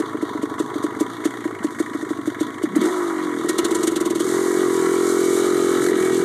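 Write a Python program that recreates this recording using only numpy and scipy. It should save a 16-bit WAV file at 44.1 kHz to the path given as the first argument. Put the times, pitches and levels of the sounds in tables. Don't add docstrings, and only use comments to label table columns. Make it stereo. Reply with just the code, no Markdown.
import sys
import numpy as np
from scipy import signal
from scipy.fft import rfft, irfft, next_fast_len
from scipy.io import wavfile
from scipy.ndimage import uniform_filter1d, map_coordinates

SR = 44100
rng = np.random.default_rng(int(sys.argv[2]) if len(sys.argv) > 2 else 0)


def persist_wave(psi):
    counts = np.round(np.clip(psi, -1, 1) * 32767).astype(np.int16)
    wavfile.write(sys.argv[1], SR, np.atleast_2d(counts).T)


N = 275184
TIME_S = np.arange(N) / SR


def exhaust():
    out = np.zeros((2, N))
    for start_s, wave in [*pops(), *puffs()]:
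        lag_s = 0.000067 + 0.00055 * pace(start_s)
        add(out[0], start_s, wave)
        add(out[1], start_s + lag_s, amp(-21.5 + 14.5 * in_open(start_s)) * wave)
    return amp(8.5) * highpass(out, hz=200, order=5)


# t/s, boom level/dB, blow-off level/dB
FIRINGS = [(0.0, -15.5, -29.5), (0.145, -19.5, -68), (0.226, -15.5, -35.5), (0.35, -19.5, -62),
           (0.431, -16, -31), (0.512, -23.5, -65), (0.6, -14, -28.5), (0.756, -18, -42), (0.84, -14, -30.5),
           (0.963, -24, -59), (1.008, -10.5, -24.5), (1.254, -9, -23.5), (1.454, -13.5, -41),
           (1.644, -11, -28.5), (1.801, -10, -26.5), (1.948, -15.5, -40), (2.026, -18, -43),
           (2.106, -13.5, -39), (2.186, -19, -65), (2.274, -11.5, -34), (2.409, -10.5, -28),
           (2.636, -10, -28.5), (2.762, -10.5, -23), (2.816, -10.5, -27), (2.838, -11, -28.5),
           (2.857, -11.5, -26), (2.875, -14.5, -37), (3.445, -13, -46), (3.493, -11.5, -16.5),
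           (3.587, -10, -13.5), (3.65, -12, -17), (3.712, -11, -24.5), (3.752, -12.5, -21.5),
           (3.794, -14, -66), (3.835, -11.5, -21.5), (3.875, -10, -17.5), (3.919, -13.5, -31),
           (3.963, -12, -18.5), (4.009, -11, -21.5), (4.059, -12, -23.5), (4.106, -12, -24),
           (4.156, -12.5, -25), (4.204, -10.5, -23.5)]


def pops():
    rise_s, loudest_db = .0026, max(db for _, db, _ in FIRINGS)
    for s, db, _ in FIRINGS:
        detune, *side_luck = rng.standard_normal(5)[2:] * roughness(s)
        hz = (pipe_hz(s) + db + 3) * (1 + .012 * detune)
        wave = pipe_ring(s, hz, rise_s, side_luck, hold_s=.0135 if s > 3 else .012,
                         bark_db=-12.5 + 0.1 * (loudest_db - db), side_db=0, tail_db=-15, samples=4400)
        yield s + .001 - rise_s, amp(db) * wave


def blow_off():
    out, t = np.zeros(N), np.arange(4000) / SR
    before_turns, after_turns = .33, .7
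    s, turns = crank()
    for pop_s, _, db in FIRINGS:
        lead_s = pop_s - np.interp(np.interp(pop_s, s, turns) - before_turns, turns, s)
        swell = np.sin(np.pi / 2 * np.clip(t / lead_s, 0, 1)) ** 2
        peak = np.exp(-(np.maximum(t - lead_s, 0) / 0.0094) ** 2)
        port_open = 1 / (1 + np.exp((t - lead_s * (1 + after_turns / before_turns)) / .003))
        add(out, pop_s - lead_s, amp(db) * swell * (1.025 * peak + 0.13 * port_open))
    return out


def puffs():
    throttle_shut_s, loaded_from_s = 2.9, 4.23
    pop_s = np.array(FIRINGS)[:, 0]
    first = [(s, 0) for s in turn_times(0) if np.min(abs(pop_s - s)) > .009]
    second = [(s, -14.5 + 12.5 * roughness(s)) for s in turn_times(0.4596)]
    for s, offset_db in first + second:
        rough = roughness(s)
        late, louder, detune, *side_luck = rng.standard_normal(5) * rough
        db = level_db(-28.5, per_effort=1.112, riding_db=4, open_db=-1, at_s=s) + offset_db + 2 * louder
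        hz = pipe_hz(s) * (1 + 0.11 * rough * detune) * (1 + .012 * detune)
        softness = (s > throttle_shut_s) * np.clip(1 - (s - throttle_shut_s) / 0.45, 0, 1)
        rise_s = .0033 + 0.0075 * softness
        wave = pipe_ring(s, hz, rise_s, side_luck, hold_s=0.008 if s > loaded_from_s else 0.0063,
                         bark_db=-17, side_db=3.5 * rough, tail_db=-80, samples=2400)
        yield s + .0005 * late + .001 - rise_s, amp(db) * wave


def pipe_hz(at_s):
    return 320.8 + 2 * effort_db(at_s) + 20.1 * min(pace(at_s), 1.6) - 32 * overrun(at_s)


SILENCER = signal.butter(6, 510, fs=SR, output="sos")
# f/Hz, level/dB, t60/s
SIDE_TONES = [(416, -13, 0.099), (255, -19.5, 0.027)]


def pipe_ring(at_s, hz, rise_s, side_luck, hold_s, bark_db, side_db, tail_db, samples):
    t = np.arange(samples) / SR
    residue, sag_hz_per_s, bark_hz = 0.14, 960, 577
    swell = np.sin(np.pi / 2 * np.minimum(t / rise_s, 1)) ** 2
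    choke = residue + (1 - residue) / (1 + np.exp((t - rise_s - hold_s) / .002))
    ring = damped_sine(t, hz, 0, t60_s=0.15) * choke
    side_db = side_db + 5 * in_open(at_s) + 2.5 * overrun(at_s)
    for (side_hz, db, t60_s), luck in zip(SIDE_TONES, side_luck):
        ring += damped_sine(t, side_hz, db + side_db + 2.5 * luck, t60_s) * np.sqrt(choke)
    cooling_tail = damped_sine(t, hz - sag_hz_per_s * t / 2, tail_db, t60_s=0.2)
    ring += cooling_tail * (1 - choke) * np.cos(np.pi / 2 * t / t[-1])
    tailpipe_bark = damped_sine(t, bark_hz, bark_db + 1.5 * in_open(at_s), t60_s=0.036)
    return signal.sosfilt(SILENCER, ring * swell) + tailpipe_bark * swell


# f/Hz, width/Hz, unloaded level/dB, full-load gain/dB
CASING_MODES = [(700, 184, -3, 1), (982, 29.7, 8.5, -11.5), (1103.6, 30.8, 7.5, -10.5), (1211, 26, 5, 1.5),
                (1300, 134, -2.5, 0), (1487, 8.5, -0.5, 6)]
# f/Hz, width/Hz, unloaded level/dB, full-load gain/dB
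FIN_MODES = [(1606, 2310, -4, 1.5), (1827, 63, 1.5, -28), (1883, 17.4, 7.5, -7.5), (2130, 422, 3.5, -1),
             (2257, 77, 1.5, 10), (2890, 1390, -3.5, 0), (3346, 650, -6, -16), (3980, 340, -23.5, 19)]
# f/Hz, width/Hz, unloaded level/dB, full-load gain/dB
RASP_MODES = [(2780, 555, 4, 1)]
# t/s, level/dB
CLATTER_TRIM = [(0, 1), (0.5, -0.5), (1.0, 1.5), (1.6, 2), (2.2, 2), (2.7, 1), (2.85, 4.5), (3.1, 4),
                (3.45, 1), (3.8, 0), (4.2, -0.5), (4.35, 3), (5.3, 2.5), (6.24, 2.5)]


def clatter(gas, slaps, contacts):
    grain = chatter_noise()
    chatter = amp(2.2 * drift(53))
    casing_db = level_db(-27.5, per_effort=0.03, riding_db=4.5, open_db=6) - 4 * np.sqrt(overrun())
    casing_hits = grain * (chatter + 0.27 * slaps) + amp(-2.5) * contacts
    casing = resonate(amp(casing_db) * casing_hits + amp(-8) * gas * grain, CASING_MODES)
    fin_db = level_db(-30, per_effort=0.4952, riding_db=0, open_db=-1)
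    fin_slaps = slaps * np.maximum(np.sqrt(roughness()), 0.28)
    fin_hits = grain * (.62 * chatter + 1.7 * fin_slaps) + .9 * contacts
    fins = resonate(amp(fin_db) * fin_hits + amp(0.5) * gas * grain, FIN_MODES)
    rasp_db = -40.5 + 11 * np.clip(pace(), 0, 1) * (1 - overrun())
    rasp = resonate((amp(rasp_db) + amp(0.5) * gas) * grain, RASP_MODES)
    return amp(curves(CLATTER_TRIM)[0]) * (casing + fins) + rasp


def piston_slaps():
    slaps, contacts, t = np.zeros(N), np.zeros(N), np.arange(900) / SR
    shape = np.minimum(t / .0004, 1) * np.exp(-t / .0038)
    for offset_turns, db in [(.65, 8.5), (.1, -3)]:
        times = turn_times(offset_turns)
        times += .0008 * rng.standard_normal(len(times)) * np.sqrt(roughness(times))
        for s, rough, luck in zip(times, roughness(times), rng.standard_normal(len(times))):
            add(slaps, s, amp(db + 1.2 * luck * rough) * shape)
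            add(contacts, s, amp([db + 14 + (6 + luck) * rough]))
    return slaps, contacts


def chatter_noise():
    pattern_s, points = .22, 400
    patterns = rng.standard_normal((int(N / SR / pattern_s) + 2, points))
    row, column = TIME_S / pattern_s, crank_turns() % 1 * (points - 1)
    locked = unit(map_coordinates(patterns, [row, column], order=1) / np.hypot(row % 1, 1 - row % 1))
    share = .42 * (1 - roughness()) * np.clip(2 * load() + overrun() / 2, 0, 1)
    return np.sqrt(1 - share) * rng.standard_normal(N) + np.sqrt(share) * locked


def resonate(drive, modes):
    out = 0
    for k, (hz, width_hz, db, load_db) in enumerate(modes):
        r = np.exp(-np.pi * width_hz / SR)
        gain = (1 - r * r) / 2
        ring = signal.lfilter([gain, 0, -gain], [1, -2 * r * np.cos(2 * np.pi * hz / SR), r * r], drive)
        out += (-1) ** k * amp(db + load_db * load() + 1.1 * drift(9)) * ring
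    return out


# t/s, f/Hz, level/dB
GROWL = [(2.66, 189.3, -52), (2.71, 199.3, -21), (2.745, 238.7, -10.5), (2.8, 258.6, -12),
         (2.86, 279.6, -19), (2.9, 268, -17), (2.94, 274, -70)]


def intake():
    hz, db = curves(GROWL)
    gulp = (.5 + .5 * np.cos(2 * np.pi * (crank_turns() - .1))) ** .8 * amp(3 * drift(50))
    cycles = np.cumsum(hz * (1 + 0.1 * drift(40))) / SR
    return highpass(amp(db) * gulp * np.sin(2 * np.pi * cycles), hz=170, order=4)


# order, level/dB
SHAKE_ORDERS = [(2, -17.5), (3, -3), (4, 12), (5, 13), (6, 19)]


def crank_shake():
    frame_hz, width_hz = 113, 22
    turns, crank_hz, hum = crank_turns(), curves(CRANK_SPEED)[0], 0
    for order, db in SHAKE_ORDERS:
        off_resonance = np.hypot(1, 2 * (order * crank_hz - frame_hz) / width_hz)
        hum += amp(db + 2.5 * drift(7)) / off_resonance * np.sin(2 * np.pi * order * turns)
    shake_db = level_db(-47.5, per_effort=1.303, riding_db=10.5, open_db=-4) - 1.5 * overrun()
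    return amp(shake_db) * unit(hum)


# t/s, level/dB
STONES = [(5.864, -10.5), (5.9085, -28)]


def stone_knocks():
    out, t = np.zeros(N), np.arange(600) / SR
    for s, db in STONES:
        add(out, s, amp(db) * np.sin(2 * np.pi * 1600 * t) * np.exp(-t / 0.00092))
    return out


# f/Hz, density/dB
HISS_SPECTRUM = [(2500, -27.5), (4000, -7), (5300, -5.5), (6500, -2), (7800, 2), (9000, -3), (10600, -6),
                 (12500, -14), (14500, 3)]
# t/s, level/dB
HISS_ENVELOPE = [(0, -49), (1.0, -47), (1.9, -44), (2.7, -50.5), (2.8, -44), (2.9, -35), (2.99, -32),
                 (3.1, -36), (3.3, -37), (3.45, -40.5), (3.75, -36), (4.15, -40.5), (4.3, -26.5),
                 (4.8, -26.5), (5.1, -25), (5.35, -24), (5.6, -25.5), (5.9, -25), (5.93, -34),
                 (5.99, -26.5), (6.24, -29)]


def hiss(gas, slaps):
    ticking = 1 + slaps * roughness()
    envelope = amp(curves(HISS_ENVELOPE)[0] + 1.1 * drift(44)) * ticking + gas
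    rest = np.array([noise(HISS_SPECTRUM), noise(HISS_SPECTRUM)])
    bands, swell_db, alike = 0, 1.5, .45
    for split_hz in (1800, 3860, 13000):
        above = signal.sosfiltfilt(signal.butter(2, split_hz, "high", fs=SR, output="sos"), rest)
        bands += amp(swell_db * drift(5.7)) * (rest - above)
        rest = above
    shared, own = envelope * (bands + amp(swell_db * drift(11.5)) * rest)
    return alike * shared + np.sqrt(1 - alike ** 2) * own, shared


# f/Hz, density/dB
RUMBLE_SPECTRUM = [(25, -38), (50, -25), (80, -4), (115, 20), (160, -22), (250, -23), (500, 12), (900, -36)]


def engine_rumble():
    db = level_db(-52, per_effort=0.5, riding_db=3.5, open_db=-21)
    return amp(db + 0.5 * drift(25)) * noise(RUMBLE_SPECTRUM)


# f/Hz, density/dB
WIND_SPECTRUM = [(25, -27), (60, -15), (100, -7.5), (150, -2), (250, 3), (400, -3), (550, -11), (900, -57)]
# t/s, left level/dB, right level/dB
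WIND_ENVELOPE = [(0, -63, -43), (2.6, -48.5, -44), (3.2, -37, -44), (3.8, -27, -42), (4.4, -33, -46),
                 (5.0, -40, -38.5), (5.5, -24, -26), (5.9, -30, -26.5), (6.24, -27.5, -25.5)]


def wind():
    left_db, right_db = curves(WIND_ENVELOPE)
    gust_db = 3 * drift(14) * np.clip(TIME_S - 4, .3, 1)
    left, opposed = noise(WIND_SPECTRUM), 0.84
    right = np.sqrt(1 - opposed ** 2) * noise(WIND_SPECTRUM) - opposed * left
    return amp(left_db + gust_db) * left, amp(right_db + gust_db) * right


# t/s, f/Hz
CRANK_SPEED = [(0, 26.05), (.95, 23.64), (1.15, 30.22), (1.4, 28.98), (1.6, 25.3), (1.9, 26.84),
               (2.3, 22.64), (2.4, 22.3), (2.42, 26.24), (2.62, 26.24), (2.66, 30.6), (2.76, 32.1),
               (2.875, 55.6), (3.42, 40.1), (3.7, 49.8), (4.15, 39.78), (4.3, 44.02), (4.47, 43.9),
               (4.6, 45.3), (4.7, 42.8), (5.4, 44.13), (5.9, 44.3), (6.0, 41.19), (6.24, 43.76)]


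def crank():
    hunt_turns, hunt_hz, coast_hz_per_s, idle_until_s = .035, 2.25, 22, 2.64
    s = np.arange(-50, N * 1000 // SR + 100) / 1000
    turns = np.cumsum(curves(CRANK_SPEED, s)[0]) / 1000
    turns = turns - np.interp(0, s, turns) + hunt_turns * np.sin(2 * np.pi * hunt_hz * (s - 5.05))
    pop_s = np.array(FIRINGS)[:, 0]
    pop_s = pop_s[np.diff(pop_s, append=9) > .03]
    at_pop = np.interp(pop_s, s, turns)
    pull = np.interp(s, pop_s, np.round(at_pop) - at_pop)
    after = np.clip(np.searchsorted(pop_s, s), 1, len(pop_s) - 1)
    coast = coast_hz_per_s / 2 * np.maximum((s - pop_s[after - 1]) * (pop_s[after] - s), 0)
    return s, turns + pull + coast * (s < idle_until_s)


def crank_turns():
    return np.interp(TIME_S, *crank())


def turn_times(offset_turns):
    s, turns = crank()
    whole = np.arange(np.ceil(turns[0]), np.floor(turns[-1]) + 1)
    even_s = uniform_filter1d(np.interp(whole, turns, s), size=3, mode="nearest")
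    return np.interp(whole[:-1] + offset_turns, whole, even_s)


def pace(at_s=TIME_S):
    idle_hz, riding_hz = 26, 44
    return (curves(CRANK_SPEED, at_s)[0] - idle_hz) / (riding_hz - idle_hz)


# t/s, level/dB
ENGINE_EFFORT = [(0, 2), (1.0, 2), (1.9, 3), (2.5, 3.5), (2.71, 2.5), (2.82, 3), (2.9, 6), (3.0, 8),
                 (3.15, 7.5), (3.3, 10), (3.44, 6.5), (3.55, 4), (3.7, 6), (3.93, 2.5), (4.15, 6),
                 (4.34, 11.5), (4.83, 13), (5.33, 13.5), (5.87, 13), (6.24, 13.5)]


def effort_db(at_s):
    return curves(ENGINE_EFFORT, at_s)[0]


# t/s, share/0-1
UNEVENNESS = [(0, 1), (2.85, 1), (2.92, .08), (3.2, .1), (3.5, .8), (4.25, .6), (4.35, .2), (5.8, .2),
              (5.87, .6), (6.0, .25)]


def roughness(at_s=TIME_S):
    return curves(UNEVENNESS, at_s)[0]


# t/s, share/0-1
COAST_DOWN = [(2.88, 0), (2.93, .3), (3.36, 1), (3.44, 0)]


def overrun(at_s=TIME_S):
    return curves(COAST_DOWN, at_s)[0]


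# t/s, share/0-1
CHAIN_PULL = [(0, 0), (4.1, 0.19), (4.35, 0.33), (5.0, 0.52), (5.35, 0.68), (6.24, 0.56)]


def load():
    return curves(CHAIN_PULL)[0]


def in_open(at_s=TIME_S):
    return np.interp(at_s, [0.92, 1.25], [1, 0])


def level_db(base_db, per_effort, riding_db, open_db, at_s=TIME_S):
    return base_db + per_effort * effort_db(at_s) + riding_db * pace(at_s) + open_db * in_open(at_s)


def amp(db):
    return 10 ** (np.asarray(db) / 20)


def unit(x):
    return x / np.sqrt(np.mean(x ** 2) + 1e-20)


def curves(rows, at_s=TIME_S):
    s, *columns = np.transpose(rows)
    return [np.interp(at_s, s, column) for column in columns]


def damped_sine(t, hz, db, t60_s):
    return amp(db - 60 * t / t60_s) * np.sin(2 * np.pi * hz * t)


def highpass(x, hz, order):
    return signal.sosfilt(signal.butter(order, hz, "high", fs=SR, output="sos"), x)


def noise(spectrum):
    size = next_fast_len(N)
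    hz, db = np.transpose(spectrum)
    bin_hz = np.arange(size // 2 + 1) * SR / size
    shape = amp(np.interp(np.log(bin_hz + 1), np.log(hz), db))
    return unit(irfft(rfft(rng.standard_normal(size)) * shape, size)[:N])


def drift(hz):
    lowpass = signal.butter(2, hz, fs=SR, output="sos")
    return unit(signal.sosfilt(lowpass, rng.standard_normal(N + SR))[SR:])


def add(out, at_s, wave):
    i = int(round(at_s * SR))
    low, high = max(i, 0), min(i + len(wave), N)
    if high > low:
        out[low:high] += wave[low - i:high - i]


def scene():
    echo_s, lead_samples = .006, 17
    gas = blow_off()
    slaps, contacts = piston_slaps()
    metal = clatter(gas, slaps, contacts) + stone_knocks()
    left_hiss, right_hiss = hiss(gas, slaps)
    rumble, shake = engine_rumble(), crank_shake()
    left_wind, right_wind = wind()
    gulps = intake()
    frame_echo = amp(-11) * np.roll(metal, int(echo_s * SR))
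    left_air = metal + rumble + frame_echo + left_hiss
    left = gulps + shake - np.roll(left_air, -lead_samples) + left_wind
    right_air = metal + rumble + right_hiss
    right = amp(-14) * gulps + (0.015 + 1.24 * in_open()) * shake + right_air + right_wind
    return exhaust() + np.array([left, right])


def record(dry):
    rounded = np.tanh(dry / 1.5) * 1.5
    top_cut = signal.cheby2(12, 60, 14500, fs=SR, output="sos")
    return signal.sosfilt(top_cut, highpass(rounded, hz=50, order=1))


dry = scene()
out = record(dry)
persist_wave(out)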